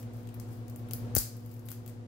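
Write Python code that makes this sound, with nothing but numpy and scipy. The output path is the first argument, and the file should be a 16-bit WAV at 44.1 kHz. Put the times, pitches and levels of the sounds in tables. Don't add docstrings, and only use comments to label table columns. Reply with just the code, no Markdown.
import sys
import numpy as np
from scipy import signal
from scipy.io import wavfile

SR = 44100
rng = np.random.default_rng(int(sys.argv[2]) if len(sys.argv) > 2 else 0)


def how_loud(loudness_db):
    steps = np.asarray(loudness_db, float) / 20
    return 10 ** steps


def output_pcm(signal):
    pcm = np.clip(np.atleast_2d(signal).T, -1, 1) * 32767
    wavfile.write(sys.argv[1], SR, np.round(pcm).astype(np.int16))


N = 91287


def evened(x):
    return x / np.sqrt(np.mean(x ** 2) + 1e-20)


def read(points, hz):
    f, value = np.transpose(points)
    return np.interp(np.log(hz + 1), np.log(f + 1), value)


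def curve(points):
    return np.interp(np.arange(N) / SR, *np.transpose(points))


def add(mix, s, sound):
    part = mix[..., round(s * SR):][..., :sound.shape[-1]]
    part += sound[..., :part.shape[-1]]


def colour(x, points):
    hz = abs(np.fft.fftfreq(2048, 1 / SR))
    log = np.log(how_loud(np.maximum(read(points, hz), -70)))
    taps = np.fft.ifft(np.exp(np.conj(signal.hilbert(log)))).real[:512]
    return signal.oaconvolve(x, taps[None] / np.linalg.norm(taps), axes=1)[:, :N]


def drift(top_hz):
    t = np.arange(N) / SR
    rates = np.geomspace(top_hz / 20, top_hz, 12)
    return evened(sum(np.sin(2 * np.pi * (f * t + rng.random())) / np.sqrt(f) for f in rates))


def sides(pan_db):
    return how_loud(np.array([[.5], [-.5]]) * pan_db)


def cracks():
    # start in seconds, then peak, low share and middle share in dB.
    crumbs = [(0.0283, -48, -11, -4.5), (0.135, -55.5, -15, -5), (0.2724, -51.5, -8, -3),
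              (0.2897, -54, -4, -3), (0.342, -40, -18, -12), (0.681, -49, -18, -5),
              (0.6978, -45.5, -21.5, -6), (0.795, -55, -9, -6.5), (0.8694, -63, -16, -4),
              (0.8866, -48.5, -10, -37), (1.3678, -49, -31, -16), (1.432, -70, -17, -31.5),
              (1.461, -50, -22.5, -9.5), (1.5131, -46.5, -19.5, -8), (1.5397, -47.5, -22, -12),
              (1.5644, -56, -13, -5), (1.594, -52, -37, -8), (1.6556, -47.5, -33, -23),
              (1.6632, -46, -35, -15), (1.686, -39.5, -10.5, -6.5), (1.6904, -52, -31, -16),
              (1.6977, -52, -21, -18), (1.7048, -40.5, -17.5, -16), (1.8619, -46, -15.5, -8),
              (1.8774, -44, -15.5, -4.5), (1.8865, -51.5, -19, -5), (1.8946, -48.5, -12.5, -4)]
    # start in seconds, then peak, low and middle share in dB.
    snaps = [(0.3987, -34, -17.5, -3.5), (0.7605, -33.5, -20, -11.5), (0.9105, -30.5, -11.5, -5.5),
             (0.9345, -17.5, -24.5, -11), (1.151, -8, -29.5, -15), (1.1544, -19, -36, -13),
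             (1.1632, -21, -13.5, 3.5), (1.1667, -12.5, -18.5, -3.5), (1.1717, -24, -25.5, -3),
             (1.1826, -12.5, -33.5, -12), (1.182, -9.5, -40, -16.5), (1.187, -22.5, -52, -0.5),
             (1.7162, -28.5, -18.5, -6), (1.7268, -36, -19, -12)]
    # frequency in Hz, level in dB per Hz.
    bright_tone = [(5000, -36.5), (8000, -1), (10000, 0.5), (11800, 6.5), (13500, 5), (15300, 4),
                   (17000, 1.5)]
    middle_tone = [(2500, -30), (4200, -8.5), (4900, -3), (5600, -6.5), (6700, -2.5), (9000, 0.5),
                   (12000, -23)]
    dull_tone = [(500, -9), (1300, -2), (2400, -3), (3200, -1), (4000, -4.5), (6000, -25)]
    burst_s, splinter_s, splinters_per_s = .00028, .0045, 6000
    crumb_splinter_db, snap_splinter_db = -1, -14

    rows = [(*row, crumb_splinter_db) for row in crumbs] + [(*row, snap_splinter_db) for row in snaps]
    bright, middle, dull = np.zeros((3, 4, N))
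    t = np.arange(1200) / SR
    draws = rng.standard_normal((len(rows), 1200))
    odds = rng.random((len(rows), 1200))
    burst = (t / burst_s) * np.exp(1 - t / burst_s)
    for k, ((s, db, low_db, middle_db, splinter_db), noise, odd) in enumerate(zip(rows, draws, odds)):
        hits = (odd < splinters_per_s / SR) * np.sqrt(SR / splinters_per_s)
        splinters = how_loud(splinter_db) * np.exp(-t / splinter_s) * hits
        same_energy = np.linalg.norm(burst) / np.linalg.norm(noise * burst)
        sound = noise * (burst * same_energy + splinters)
        click = np.linalg.norm(sound, keepdims=True)
        spot = 1 + k % 3
        for part, part_db in (bright, 0), (middle, middle_db + 2), (dull, low_db + 4.5):
            add(part[0], s, sound * how_loud(db + part_db))
            add(part[spot], s, click * how_loud(db + part_db))
    return colour(bright, bright_tone) + colour(middle, middle_tone) + colour(dull, dull_tone)


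def puffs():
    # start in seconds, level in dB, swing in Hz, fade in seconds.
    pushes = [
        (1.1674, -15, 88, .0065),
        (1.1752, -24, 48, .024),
    ]
    knock_s, knock_db, knock_hz, knock_fade_s = 1.1675, -9.5, 520, .0007
    right_db = -30
    out, t = np.zeros(N), np.arange(4000) / SR
    for s, db, hz, fade in pushes:
        swing = np.sin(2 * np.pi * hz * t + np.pi / 4) * np.exp(-t / fade)
        add(out, s, how_loud(db) * swing * np.minimum(t / .0006, 1))
    knock = np.sin(2 * np.pi * knock_hz * t) * np.exp(-t / knock_fade_s)
    add(out, knock_s, how_loud(knock_db) * knock)
    return out * how_loud([[0], [right_db]])


def kitchen(x):
    # frequency in Hz, time to fall 60 dB in seconds.
    decay = [(1000, 0.38), (3000, 0.47), (6000, 0.41), (11000, 0.29), (16000, 0.25)]
    delay_s = 0.00095
    length = SR // 2
    taps = np.zeros((2, length))
    at = np.arange(0, length - 6, 6) + rng.integers(0, 6, (2, (length - 1) // 6))
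    np.put_along_axis(taps, at, rng.choice([-1., 1.], at.shape), 1)
    taps = taps * np.clip(np.arange(length) / SR / delay_s - 1, 0, 1)
    hz, t, z = signal.stft(taps, SR, nperseg=128)
    z = z * how_loud(-60 * t / read(decay, hz)[:, None])
    tail = signal.istft(z, SR, nperseg=128)[1]
    return signal.fftconvolve(x[None], tail / np.linalg.norm(tail[0]), axes=1)[:, :N]


def rub():
    # time in seconds, level in dB.
    effort = [(0, -54), (.1, -80), (.16, -61), (.3, -75), (.46, -74), (.53, -58), (.66, -75), (.8, -67),
              (.87, -90), (1.1, -75), (1.4, -69), (1.55, -63), (1.63, -70), (1.71, -54), (1.78, -74),
              (1.84, -82), (1.9, -69), (2.05, -98)]
    # frequency in Hz, level in dB per Hz.
    tone = [(2500, -15), (4000, -16.5), (4800, -4.5), (5800, -10), (10000, -9), (12500, -4), (15500, -4.5),
            (17000, -3)]
    ticks_per_s, spread_db, flicker_db, pan_db = 6400, 3.0, 1.5, 9.5
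    size = how_loud(spread_db * np.minimum(rng.exponential(1, (2, N)), 4))
    ticks = size * rng.standard_normal((2, N)) * (rng.random((2, N)) < ticks_per_s / SR)
    level = how_loud(curve(effort) + flicker_db * drift(30))
    return evened(colour(ticks, tone)) * level * sides(pan_db)


def hum():
    # frequency in Hz, rms in dB, left-right in dB, left lead in radians, waver in dB.
    mains = [(120, -50, 3, .2, .6), (240, -50.5, .6, .4, .6), (360, -63.5, -3, .35, .8),
             (480, -65.5, .2, .5, .8), (600, -76, .3, .8, 1.5), (720, -72, -4, .9, 1.5)]
    # multiple of fan tone, rms in dB, left-right in dB, left lead in radians, waver in dB.
    fan_tones = [(1, -44.5, 2.1, .1, .8), (4.479, -63, -6, .9, 1.5)]
    # time in seconds, frequency in Hz.
    fan_hz = [(0, 110.95), (.6, 110.95), (.9, 110.62), (2.07, 110.6)]
    beat_peak_s = .058
    t = np.arange(N) / SR - beat_peak_s
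    fan = np.cumsum(curve(fan_hz)) / SR
    fan = fan - np.interp(0, t, fan)
    turns = [hz * t for hz, *_ in mains] + [order * fan for order, *_ in fan_tones]
    out = np.zeros((2, N))
    for k, (turn, (_, db, pan_db, lead, waver_db)) in enumerate(zip(turns, mains + fan_tones)):
        locked = k % len(mains) == 0
        start = (not locked) * rng.uniform(0, 2 * np.pi) + np.array([[lead], [0]])
        level = np.sqrt(2) * how_loud(db + waver_db * drift(4.41))
        out += level * sides(pan_db) * np.cos(2 * np.pi * turn + start)
    return out


def air():
    # frequency in Hz, level in dB.
    tone = [(25, -19.5), (55, -8.5), (95, -10), (170, -5), (310, -5), (900, -17), (2200, -28),
            (16000, -42.5)]
    # frequency in Hz, left-right correlation from -1 to 1.
    likeness = [(60, 0.7), (180, 1), (550, 0.33), (1650, -0.19), (4970, 0.077), (15000, -0.75)]
    # frequency in Hz, left-right difference in dB.
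    lean = [(60, -30.5), (180, -4), (550, -1.5), (1650, 4), (4970, 4), (15000, 2.5)]
    level_db, swell_db = -51, .5
    frames, hz = N // 256 + 5, np.fft.rfftfreq(1024, 1 / SR)
    a, b, c, d = rng.standard_normal((frames, 513, 4)).T
    same = np.clip(read(likeness, hz), -1, 1)[:, None]
    left = a + 1j * b
    right = same * left + np.sqrt(1 - same ** 2) * (c + 1j * d)
    z = np.array([left, right]) * how_loud(read(tone, hz)[:, None]) * sides(read(lean, hz))[..., None]
    roar = signal.istft(z, nperseg=1024, noverlap=768)[1][:, :N]
    return how_loud(level_db + swell_db * drift(6.5)) * evened(roar)


def scene():
    # time in seconds, gain in dB.
    gain = [(0, -1), (.03, 0.5), (.7, 0.9), (.9, 2.5), (1.05, 5.5), (1.14, 4.5), (1.2, -1.5), (1.6, -1),
            (2.03, -1), (2.07, -2.)]
    room_db, room_pan_db = -7, 2
    echo_s, echo_db, echo_pan_db = .0045, -20, 9
    shadow_db = 20
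    near, *spots = cracks()
    room = how_loud(room_db) * sides(room_pan_db) * sum(kitchen(spot) for spot in spots)
    add(room, echo_s, near * how_loud(echo_db) * sides(echo_pan_db))
    noodles = near * how_loud([[0], [-shadow_db]]) + room + puffs() + rub()
    return noodles + how_loud(curve(gain)) * (hum() + air())


def roll_off(x):
    return signal.sosfilt(signal.butter(12, 17150, fs=SR, output="sos"), x)


def record(dry):
    mic_low_hz, edge_hz, edge_db, top_hz, fade_out_s = 45, 15800, -24, 16900, .006
    fade = np.minimum(np.arange(N)[::-1] / SR / fade_out_s, 1)
    bass_cut = signal.butter(2, mic_low_hz, "high", fs=SR, output="sos")
    cut = signal.sosfilt(bass_cut, dry * fade)
    low, top = (signal.firwin(511, hz, window=("kaiser", 8), fs=SR) for hz in (edge_hz, top_hz))
    step = low + how_loud(edge_db) * (top - low)
    return roll_off(signal.oaconvolve(cut, step[None], "same"))


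dry = scene()
out = record(dry)
output_pcm(out)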